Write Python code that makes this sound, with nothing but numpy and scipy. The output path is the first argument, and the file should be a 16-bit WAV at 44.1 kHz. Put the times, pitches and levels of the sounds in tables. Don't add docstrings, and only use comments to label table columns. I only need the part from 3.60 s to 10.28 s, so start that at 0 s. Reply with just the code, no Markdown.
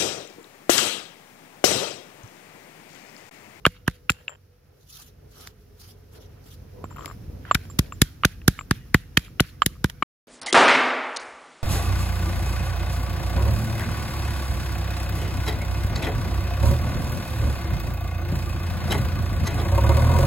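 import sys
import numpy as np
from scipy import signal
from scipy.fft import rfft, irfft, next_fast_len
from scipy.io import wavfile
from scipy.ndimage import uniform_filter1d

SR = 44100
rng = np.random.default_rng(int(sys.argv[2]) if len(sys.argv) > 2 else 0)


def field_ratio(decibels):
    return 10 ** (np.asarray(decibels, dtype=float) / 20)


def transcribe(signal):
    frames = np.atleast_2d(signal).T
    limited = np.clip(frames, -1, 1)
    pcm = np.round(limited * 32767).astype(np.int16)
    wavfile.write(sys.argv[1], SR, pcm)


N = 294572
T = np.arange(N) / SR

# (frequency [Hz], level [dB], t60 [s])
PESTLE = [(7330, -7.5, 0.07), (13090, -18, .015), (7435, -12, 0.022), (14700, -21, 0.039),
          (4600, -14.5, .012)]
# (frequency [Hz], density [dB per Hz])
GRIND = [(410, -36), (700, -6), (772, -7.5), (1030, -10.5), (1280, -5), (2060, -9.5), (4200, -19),
         (5460, -34.5), (9240, -120)]


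def add(out, s, sound, pan_db):
    i = int(s * SR)
    sides = field_ratio(np.array([[pan_db], [-pan_db]]) / 2)
    out[:, i:i + sound.shape[-1]] += (sound * sides)[:, :N - i]


def shade(x, table):
    hz, db = np.transpose(table)
    size = next_fast_len(x.shape[-1], real=True)
    f = np.arange(size // 2 + 1) * SR / size + 1
    gain = field_ratio(np.interp(np.log(f), np.log(hz), db, left=-120, right=-120))
    gain = gain / np.sqrt(np.mean(gain ** 2))
    return irfft(rfft(x, size) * gain, size)[..., :x.shape[-1]]


def pair(size, alike, grit_db):
    mid, side = rng.standard_normal((2, size))
    grains = field_ratio(grit_db * np.minimum(rng.exponential(size=size), 3.5))
    alike = np.clip(alike, 0, 1)
    both = np.sqrt((1 + alike) / 2) * mid + np.sqrt((1 - alike) / 2) * side * np.array([[1], [-1]])
    return both * grains / np.sqrt(np.mean(grains ** 2))


def walk(rate_hz):
    k = int(SR / rate_hz)
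    return 1.2 * uniform_filter1d(np.repeat(rng.standard_normal(N // k + 1), k), k)[:N]


def ring(t, hz, t60_s, turn_rad):
    phase = 2 * np.pi * hz * t + np.array([[0], [1]]) * turn_rad
    return np.sin(phase) * 1000 ** (-t / max(t60_s, .002))


def bed(db, table, alike, grit_db, flicker_db, rate_hz):
    return field_ratio(db + flicker_db * walk(rate_hz)) * shade(pair(N, alike, grit_db), table)


def idle():
    # (frequency [Hz], level [dB])
    orders = [(46.5, -2), (93, -3.5), (139.5, -9.5)]
    turns_s = np.cumsum(1 + .012 * walk(3.3)) / SR
    return sum(field_ratio(db + 2.5 * walk(6.5)) * np.sin(2 * np.pi * hz * turns_s) for hz, db in orders)


def road():
    # (time [s], level [dB])
    traffic = [(0.0, -55), (0.5, -55.5), (0.81, -59.5), (1.4, -55.5), (1.78, -52), (2.52, -51.5),
               (2.97, -47), (3.4, -42.5), (3.75, -42.5), (4.4, -41), (4.68, -45), (5.23, -45),
               (5.63, -46.5), (6.4, -46), (6.6, -63)]
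    # (time [s], level [dB])
    motor_level = [(0, -65.5), (.65, -66.5), (1.2, -73.5), (1.9, -72), (2.5, -72), (3.05, -70), (3.2, -56),
                   (3.35, -74.5), (5.7, -70.5), (6.0, -60), (6.68, -67.5)]
    # (time [s], level [dB])
    drone_level = [
        (0, -79.5),
        (1.2, -77.5),
        (1.7, -70),
        (2.05, -66),
        (2.4, -69),
        (2.53, -59),
        (2.7, -69),
        (3.2, -65),
        (4.0, -71.5),
        (6.68, -76.5),
    ]
    # (frequency [Hz], density [dB per Hz])
    motor_band = [(470, -30), (488, 2), (500, 1.5), (520, -29)]
    drone_band = [(385, -25), (412, -1), (440, -1), (465, -25)]
    rumble_band = [(12, -47), (20, -14.5), (32, -2.5), (81, 1.5), (113, -3), (206, -11.5), (244, -12),
                   (283, -15.5), (360, -19), (470, -46.5), (790, -120)]
    hum_band = [(180, -34.5), (300, -7.5), (344, -9.5), (425, -2), (577, -9.5), (678, -12.5), (927, -21.5),
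                (1000, -16), (1300, -42.5), (2200, -120)]
    tyre_band = [(1470, -33), (2500, -3.5), (3530, -6), (5560, 0.5), (8370, -14), (9870, -5.5), (15000, -3),
                 (16300, -11.5)]

    swell_db = np.interp(T, *np.transpose(traffic))
    rumble = bed(swell_db, rumble_band, 0.93, .1, 1.7, 13)
    tyres_db = .6 * (swell_db - swell_db.max())
    tyres = bed(-61.5 + tyres_db, GRIND, 0.36, 1.9, 0.7, 40)
    tyres = tyres + bed(-61 + tyres_db, tyre_band, 0.08, 1.5, 0.8, 30)
    nearest_s, span_s = 3.42, 1.3
    hum_db = -66 + 10.5 * np.exp(-((T - nearest_s) / span_s) ** 2)
    hum = bed(hum_db, hum_band, 0.15, .1, 3.3, 13.0)
    motor = bed(np.interp(T, *np.transpose(motor_level)), motor_band, 0.5, .11, 1.9, 7)
    drone = bed(np.interp(T, *np.transpose(drone_level)), drone_band, 0.47, .11, 2.4, 7.2)
    return rumble + tyres + hum + motor + drone + field_ratio(swell_db) * idle()


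def strokes(rows, rise_s, fall_s):
    power = 1e-14
    for s, hold_s, db in rows:
        before_s, after_s = np.maximum(s - T, 0), np.maximum(T - s - hold_s, 0)
        power = power + field_ratio(2 * db) * np.exp(-2 * before_s / rise_s - 2 * after_s / fall_s)
    return 10 * np.log10(power)


def patchy(x, depth_db):
    cells = signal.stft(x, nperseg=256)[2]
    field = rng.standard_normal(cells.shape[1:])
    field = uniform_filter1d(uniform_filter1d(field, size=5, axis=0), size=12, axis=1)
    gain = field_ratio(depth_db * field / field.std())
    gain = gain / np.sqrt(np.mean(gain ** 2))
    return signal.istft(cells * gain, nperseg=256)[1][:, :N]


def paste():
    # (start [s], hold [s], level [dB])
    pulls = [(.1, .06, -61.5), (.3, 0.051, -59.5), (.53, 0.12, -67), (3.97, 0.083, -59), (4.21, 0.055, -57),
             (4.44, 0.031, -56), (4.68, 0.052, -58.5), (4.9, 0.082, -56), (5.13, 0.035, -53.5),
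             (5.37, 0.032, -55), (5.59, 0.074, -55), (5.82, 0.073, -54), (6.08, 0.062, -62.5),
             (6.27, 0.026, -59.5)]
    # (start [s], hold [s], grind [dB], hiss [dB])
    stir = [(1.209, .02, -75, -66.5), (1.303, 0.047, -72, -51.5), (1.37, 0.054, -60, -46.5),
            (1.47, 0.016, -68, -56.5), (1.745, 0.033, -62, -56), (1.8, 0.073, -53, -50),
            (2.214, 0.037, -59, -52), (2.275, 0.036, -63.5, -54.5), (2.537, 0.038, -59, -58.5),
            (2.618, 0.03, -64.5, -58), (2.697, 0.13, -66, -74.5), (2.872, 0.07, -60.5, -53.5),
            (3.388, 0.14, -57.5, -59), (3.865, 0.04, -50, -66), (6.663, .03, -55, -59.5)]
    # (frequency [Hz], density [dB per Hz])
    pull_grit = [(800, -30), (1150, -15), (1450, -5), (2100, -8), (3000, -8), (4200, -12), (5400, -24),
                 (7000, -60)]
    hiss_band = [(1760, -35), (3000, -7), (4760, -3), (5730, -4.5), (7240, -9), (8520, -17), (9210, -8),
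                 (11900, -6.5), (13000, -8.5), (15100, -8), (15900, -16.5), (16400, -26.5)]

    pull_db = strokes(pulls, .011, 0.028)
    grind_db = strokes([(s, hold_s, grind) for s, hold_s, grind, hiss in stir], 0.027, 0.021)
    hiss_db = strokes([(s, hold_s, hiss) for s, hold_s, grind, hiss in stir], 0.027, 0.021)
    pulling = bed(pull_db, pull_grit, 0.5, 4.6, 1.5, 130)
    pulling = pulling + bed(pull_db - 1.95, hiss_band, 0.17, 3.8, 1.6, 130)
    stirring = bed(grind_db, GRIND, 0.099, 3.7, 1.2, 110) + bed(hiss_db, hiss_band, 0.17, 3.7, 2.3, 110)
    return patchy(pulling + stirring, 3.1)


def slides():
    # (start [s], hold [s], level [dB], bowl [Hz], wall [Hz])
    crumb_slides = [(.085, .06, -58, 2150, 2840), (.145, .03, -60, 1380, 2840), (.3, .04, -63, 1600, 3800),
                    (.525, .07, -58, 2700, 1500), (3.97, .08, -58, 1550, 2400),
                    (4.21, .06, -58, 1650, 2400), (4.435, .04, -54, 1500, 3200),
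                    (4.68, .06, -57, 1600, 2500), (4.895, .05, -54, 1700, 3900),
                    (5.125, .05, -55, 1750, 2500), (5.37, .06, -55, 1890, 2800),
                    (5.59, .065, -53, 2400, 3200), (5.82, .06, -57, 1750, 2200),
                    (5.92, .03, -60, 1250, 2000), (6.075, .03, -56, 1250, 3000),
                    (6.33, .05, -63, 1500, 2300), (1.29, .14, -62, 1280, 2600),
                    (1.76, .11, -59, 1300, 3000), (3.862, .04, -50, 1350, 1900),
                    (5.19, .04, -60, 1900, 2900)]
    out, t = np.zeros((2, N)), np.arange(int(.25 * SR)) / SR
    f = np.fft.rfftfreq(len(t), 1 / SR)
    width_hz, rise_s, fall_s = 110, .006, .035
    for s, hold_s, db, bowl_hz, wall_hz in crumb_slides:
        bowl = 1 / (1 + ((f - bowl_hz) / width_hz) ** 2)
        stone = 1 / (1 + ((f - wall_hz) / width_hz) ** 2)
        gain = bowl + field_ratio(-3) * stone
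        gain = gain / np.sqrt(np.mean(gain ** 2))
        envelope = np.minimum(t / rise_s, 1) * np.exp(-np.maximum(t - hold_s, 0) / fall_s)
        crumbs = field_ratio(-3.0) * pair(len(t), .6, 3.0) * envelope
        add(out, s, field_ratio(db) * irfft(rfft(crumbs) * gain, len(t)), 0)
    return out


def scrapes():
    # (start [s], end [s], level [dB], slip rate [1/s])
    drags = [
        (0.683, 0.741, -50, 1520),
        (0.738, 0.76, -51, 660),
        (0.533, 0.619, -59, 800),
        (3.298, 3.519, -53, 270),
        (3.849, 3.905, -52, 400),
        (4.048, 4.06, -49, 500),
    ]
    # (frequency [Hz], density [dB per Hz])
    tick_band = [(290, -39), (500, -4.5), (833, -8.5), (1300, -4.5), (2080, -10.5), (3180, -4), (3450, -30),
                 (5000, -36), (6500, -46.5), (11000, -120)]
    draw = rng.random(N)
    slips = sum(field_ratio(db) * ((T > a) & (T < b) & (draw < rate_hz / SR)) for a, b, db, rate_hz in drags)
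    slips = slips * rng.standard_normal(N)
    t = np.arange(int(.12 * SR)) / SR
    tick_envelope = (t > .002) * np.exp(-(t - .002) / .0015)
    tick = shade(pair(len(t), 0.31, 0.089) * tick_envelope, tick_band)
    pestle = sum(field_ratio(db) * ring(t, f, t60_s, 0.27) for f, db, t60_s in PESTLE)
    return signal.fftconvolve(slips[None], tick + field_ratio(-12.0) * pestle, axes=1)[:, :N]


def wall(hz, luck):
    t = np.arange(int(.05 * SR)) / SR
    modes = ring(t, hz, 0.0085, .5 * luck[0]) + field_ratio(-9.5) * ring(t, hz, .012, 0.34 * luck[1])
    return (1 - np.exp(-(t / 0.00041) ** 2)) * modes


def wall_hits():
    # (time [s], peak [dB], frequency [Hz], left minus right [dB])
    hits = [(0.0519, -4, 2845, 0), (0.063, -13.5, 3267, -2.5), (0.2773, -23.5, 2537, -4),
            (0.4943, -3.5, 2618, 0.0), (0.6797, -14.5, 2670, 2.5), (3.4455, -52, 2170, -1),
            (3.9109, -20, 2800, 6), (3.9508, -15, 2350, -6.5), (4.1888, -22, 2426, -4.5),
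            (4.321, -31.5, 2690, 4), (4.6343, -18, 2870, -0.5), (4.6462, -14, 2458, 2),
            (4.8155, -40.5, 2665, -0.5), (4.989, -23.5, 2240, -3), (5.5702, -4, 3123, 0),
            (5.7968, -7.5, 2875, 4.5), (6.0187, -12, 3072, -7.5), (6.2971, -30.5, 3175, -7),
            (6.4249, -16, 2279, -6), (4.9895, -29, 2914, 3), (5.009, -36.5, 2460, 0.5),
            (6.029, -33, 3100, 2), (6.4255, -22, 3077, 0), (4.6345, -20.5, 2200, 0), (.278, -15.5, 1070, 0),
            (5.1097, -11, 1220, 1), (5.3429, -16, 2160, 3), (3.2402, -28, 730, 4), (3.46, -32, 560, 0.5),
            (3.364, -44, 14000, 0.5), (3.371, -49, 14750, 0.5), (3.407, -50, 15400, 0.5),
            (3.447, -51, 13050, 0.5), (3.242, -46, 13050, 0.5), (3.464, -49, 14750, 0.5),
            (4.635, -42, 14800, 0.5), (6.2431, -16.5, 980, 3), (4.8792, -15, 770, 7),
            (.2645, -44, 3100, 0.5), (.2695, -40, 1300, 0.5), (.2725, -40, 1200, 0.5),
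            (.0485, -38, 2500, 0.5), (4.19, -23, 1120, 0.5), (3.971, -36.5, 1550, 0.5),
            (5.149, -43, 3300, 0.5), (.151, -50, 1350, 0.5), (.165, -51, 1300, 0.5),
            (6.0295, -38, 4600, 0.5)]
    # (time [s], peak [dB], frequency [Hz])
    centred_hits = [(5.3445, -12, 1150), (5.573, -9, 2500), (5.118, -30, 3650), (5.351, -26, 2900),
                    (6.0612, -16, 3900), (6.2435, -22, 3400), (5.7972, -13, 2200), (.0525, -12, 2200),
                    (3.407, -42, 3100), (3.368, -43, 2700), (5.803, -25, 780), (.6925, -38, 650)]
    out, lag_s = np.zeros((2, N)), .001
    for s, db, hz, pan_db in hits + [(s, db, hz, 0) for s, db, hz in centred_hits]:
        add(out, s + lag_s, field_ratio(db + 3.0) * wall(hz, rng.standard_normal(2)), pan_db)
    return out


def knock(hz, ring_db, t60_ms, luck):
    t = np.arange(int(.16 * SR)) / SR
    bowl = ring(t, hz, t60_ms / 1000 * (1200 / hz) ** 1.7, 0.045 * luck[0])
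    bowl = bowl + field_ratio(-11.5) * ring(t, 1.28 * hz, 0.0052, 0.79 * luck[1])
    bowl = bowl + field_ratio(-13.5) * ring(t, .62 * hz, 0.01, 0.42 * luck[1])
    pestle = sum(field_ratio(db) * ring(t, f, t60_s, .5 * luck[2]) for f, db, t60_s in PESTLE)
    pestle = pestle * (1 - np.exp(-t / 0.002))
    chips = field_ratio(-19.5) * shade(pair(len(t), 0.29, 6.5), GRIND) * np.exp(-t / 0.0045)
    crack = field_ratio(-27.0) * pair(len(t), 0.65, 3.3) * np.exp(-t / 0.0006)
    onset = 1 - np.exp(-(t / 0.00055) ** 2)
    return onset * (bowl + field_ratio(ring_db + 2.0) * pestle + chips + crack)


def knocks():
    # (time [s], peak [dB], bowl [Hz], pestle ring [dB], left minus right [dB])
    hard = [(0.0518, 1.5, 1267, -32, 2), (0.0635, 2.6, 1604, -41.5, 1), (0.2779, -2, 1632, -44, -6),
            (0.4944, -2, 1409, -15, 2.5), (0.5006, -18.5, 1640, -17.5, -3.5),
            (0.6796, -22.5, 1790, -15.5, 9), (3.9106, 2, 1164, -24, -1.5),
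            (3.9513, -5.5, 1503, -47.5, -1.5), (4.1886, -18, 1676, -26.5, -4),
            (4.4178, -10, 1671, -21, 2.5), (4.6341, -7, 1234, -37.5, -5), (4.6465, 1.26, 1539, -47, 0.5),
            (4.879, -0.3, 1576, -41.5, -0.5), (5.1096, -2.5, 1720, -61.5, -2),
            (5.3437, 6.5, 1839, -46, 3.5), (5.5703, -4, 1522, -32, -5.5), (5.797, -4, 1437, -35.5, 10),
            (6.0187, 1, 1199, -27, -5), (6.0609, -23.5, 1650, -21.5, -4), (6.2433, -5.5, 1572, -41, 6.5),
            (6.4229, -4.5, 1184, -28.5, 9.5)]
    # (time [s], peak [dB], bowl [Hz], pestle ring [dB], left minus right [dB])
    touches = [(0.6923, -33.5, 1330, -4, 14), (3.24, -23, 1060, -17.5, -7), (3.3064, -34.5, 1270, -8, 1),
               (3.458, -19, 2080, -30, -1), (3.477, -28, 1180, -8, 10), (3.8505, -26.5, 1590, -41.5, -4.5),
               (4.0985, -33.5, 1153, 1.5, -6), (4.322, -21.5, 1180, -10.5, 2.5), (4.816, -36, 1950, -34, 5),
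               (4.977, -39.5, 1370, -11.5, -5), (4.989, -20.5, 1230, -12.5, 10),
               (5.009, -24.5, 1170, -13, 8), (5.68, -39.5, 1270, -15, -1), (6.164, -44.5, 1185, -20, 4),
               (6.2969, -41, 905, -36, 2), (4.207, -35, 1562, -26.5, 0.5), (6.029, -34, 1302, -1.5, -0.5),
               (6.154, -44, 1199, -25, 0.5)]
    # (time [s], peak [dB], bowl [Hz])
    chatter = [(3.2534, -36, 1330), (3.3121, -35.5, 975), (3.3611, -29, 1320), (3.368, -33, 1070),
               (3.3823, -27.5, 1220), (3.391, -27, 1070), (3.407, -29.5, 1190), (3.4167, -35.5, 1220),
               (3.4227, -31.5, 1260), (3.4334, -33.5, 1210), (3.445, -26.5, 1210), (3.4986, -30, 1210),
               (3.5107, -28, 1180), (3.324, -37.5, 1260), (3.463, -33, 1190), (3.488, -36, 1190)]
    hits = [(s, db, hz, ring_db, pan_db, 16.1 if db > -22.5 else 15)
            for s, db, hz, ring_db, pan_db in hard + touches]
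    hits += [(s, db + 1.5, hz, -20.5, 10, 12.5) for s, db, hz in chatter]
    out, lag_s = np.zeros((2, N)), .001
    for s, db, hz, ring_db, pan_db, t60_ms in hits:
        sound = knock(hz, ring_db, t60_ms, rng.standard_normal(3))
        add(out, s + lag_s, field_ratio(db + 0.5) * sound, pan_db)
    return out


def crush(ms, tail_db, bright_db, lead_s):
    # (frequency [Hz], density [dB per Hz])
    crush_band = [(350, -28.5), (600, -2), (960, -7.5), (1770, 5), (2670, -1.5), (3680, 2), (7440, -5),
                  (8320, -11.5), (10700, -3), (11400, -5), (12600, -9), (15300, -10), (16400, -30)]
    t = np.arange(int(.2 * SR)) / SR - lead_s
    swell = np.exp(-(t / (0.00053 * ms)) ** 2) + field_ratio(tail_db - 5.0) * np.exp(t / 0.0022)
    fall = np.exp(-t / (.33e-3 * ms)) + field_ratio(tail_db) * np.exp(-t / 0.0053)
    fall = fall + field_ratio(tail_db - 18.5) * np.exp(-t / 0.054)
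    colour = [(hz, db + bright_db * np.log2(hz / 4000)) for hz, db in crush_band]
    return shade(pair(len(t), 0.052, 4.7), colour) * np.where(t < 0, swell, fall)


def thud(luck, stiffness, rebound, lead_s):
    # (frequency [Hz], level [dB], t60 [s])
    earth_modes = [(96, -13.5, 0.074), (173.2, -15.5, 0.091)]
    t = np.arange(int(.11 * SR)) / SR - lead_s
    late = stiffness * np.maximum(t, 0) / 0.0024
    soft = (rebound / 1.465) ** 2
    phase = np.pi * 1.02 * np.log2(1 + late) + np.minimum(t, 0) * 2 * np.pi * 300 / soft
    rise = np.exp(-(t / (0.0011 * soft)) ** 2)
    fall = (1 + late / 1.2) * np.exp(-late / rebound) + field_ratio(-10.5) * np.exp(-late / 7)
    swing = np.cos(phase) * np.where(t < 0, rise, fall)
    rock = 0
    for (hz, db, t60_s), one in zip(earth_modes, luck[1:]):
        rock = rock + field_ratio(db) * np.sin(2 * np.pi * hz * (1 + 0.04 * one) * t) * 1000 ** (-t / t60_s)
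    rock = rock * (1 - np.exp(-(late / 3) ** 2))
    return (swing + rock) * np.minimum(1, (t[-1] - t) / .02)


def blows():
    # (time [s], crush [dB], length [ms], brightness [dB/octave], left minus right [dB])
    spice_blows = [(0.0645, -21, 2.5, 0.1, -2.5), (0.2796, -26, 3.4, -0.9, 2), (0.5022, -20.5, 3, 0.1, 5.5),
                   (3.9494, -21.5, 4.8, 0.2, 10.5), (4.1917, -19.5, 5, 2, 2.5), (4.4191, -12, 3.8, 1, -1),
                   (4.6518, -14.5, 3, -0.4, -2.5), (4.8806, -12.5, 3.2, 2.2, -1.3),
                   (5.1112, -20, 2.6, -0.95, 4), (5.3456, -16.5, 2.6, 0.5, 2),
                   (5.5743, -16, 4.5, -1.3, -0.7), (5.8047, -17, 3.1, -0.5, 3.5),
                   (6.0631, -18.5, 4.2, 3, 2.5), (6.2438, -21.5, 2.16, -0.1, 0.5)]
    # (time [s], level [dB], stiffness [ratio], rebound [ratio])
    thuds = [(0.0673, -3, 1.1, 1.2), (.2814, -6.5, 1.05, 1.3), (0.5047, -14, 1.02, 1.7),
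             (3.9524, -9.5, 0.85, 1.7), (4.1938, -3.5, .98, 1.8), (4.4209, -1.5, 1.02, 1.6),
             (4.6538, -4, 1.03, 1.4), (4.8827, 0.86, 1.05, 1.5), (5.1131, -5, 1.05, 1.6),
             (5.3477, .3, 1.08, 1.4), (5.5765, -7, 1.1, 1.7), (5.8069, -2, 1.08, 1.2),
             (6.0651, -9.5, 1.1, 1.5), (6.246, -4.5, 1.05, 1.5)]
    # (time [s], level [dB])
    bumps = [
        (3.2415, -28),
        (3.462, -38),
        (3.7, -41.5),
        (6.673, -50),
        (6.4265, -23),
        (0.0655, -16),
    ]
    # (time [s], level [dB], length [ms])
    snaps = [(6.26, -39, 8.0), (0.3, -45, 6.1), (5.65, -46, 4.5), (6.0675, -29, 5.5), (0.313, -50.5, 4.4),
             (0.52, -33, 3), (1.874, -31.5, 0.93), (3.459, -25.5, 1.1), (3.958, -32, 1.8),
             (4.113, -49, 3.4), (5.012, -49.5, 4.5), (6.3, -31, 4.2), (5.596, -40, 6.5), (6.031, -48, 5.5),
             (6.306, -44, 2.5), (0.083, -46, 3.5)]
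    out, luck = np.zeros((2, N)), rng.standard_normal((len(thuds), 3))
    crush_lead_s, thud_lead_s = .02, .003
    for s, db, ms, bright_db, pan_db in spice_blows:
        add(out, s - crush_lead_s, field_ratio(db + 6.0) * crush(ms, -19.0, bright_db, crush_lead_s), pan_db)
    for (s, db, stiffness, rebound), row in zip(thuds, luck):
        add(out, s - thud_lead_s, field_ratio(db - 6) * thud(row, stiffness, rebound, thud_lead_s), 0)
    for s, db in bumps:
        add(out, s - thud_lead_s, field_ratio(db) * thud(luck[0], 1.8, 1.3, thud_lead_s), 0)
    for s, db, ms in snaps:
        add(out, s - crush_lead_s, field_ratio(db) * crush(ms, -40.5, 0, crush_lead_s), 0)
    return out


def scene():
    return road() + paste() + slides() + scrapes() + wall_hits() + knocks() + blows()


def low_pass(x):
    return signal.sosfilt(signal.butter(12, 15850, fs=SR, output="sos"), x)


def record(dry):
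    # (frequency [Hz], left lead [rad])
    port_lead = [(0, 0), (1550, 0.7), (2330, -0.0), (2840, 0.9), (3790, -0.3), (5340, -3.9), (6800, -5.2),
                 (8100, -8.7), (9300, -11.3), (10500, -5.6), (11500, -3.7), (13800, -6.0), (14600, -2.0),
                 (16100, -3.6)]
    # (frequency [Hz], left minus right [dB])
    port_db = [(60, 1), (110, -2.5), (200, -1.5), (380, -2), (700, 1), (1290, -2.5), (2380, -1),
               (4400, -2.5), (8120, 1.5), (11500, -1), (15000, -0.5)]
    # (start [s], end [s])
    mute_s = (6.4308, 6.6705)
    size = next_fast_len(N, real=True)
    f = np.arange(size // 2 + 1) * SR / size + 1
    lead_rad = np.interp(f, *np.transpose(port_lead))
    tilt_db = np.interp(f, *np.transpose(port_db))
    port = field_ratio(tilt_db / 2) * np.exp(.5j * lead_rad)
    low_cut = 1 / np.sqrt(1 + (47 / f) ** 12)
    ports = irfft(rfft(dry, size) * low_cut * np.array([port, 1 / port]), size)[:, :N]
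    on = (T < mute_s[0]) | (T > mute_s[1])
    return low_pass(np.clip(ports, -1, 1) * uniform_filter1d(1. * on, size=70))


dry = scene()
out = record(dry)
transcribe(out)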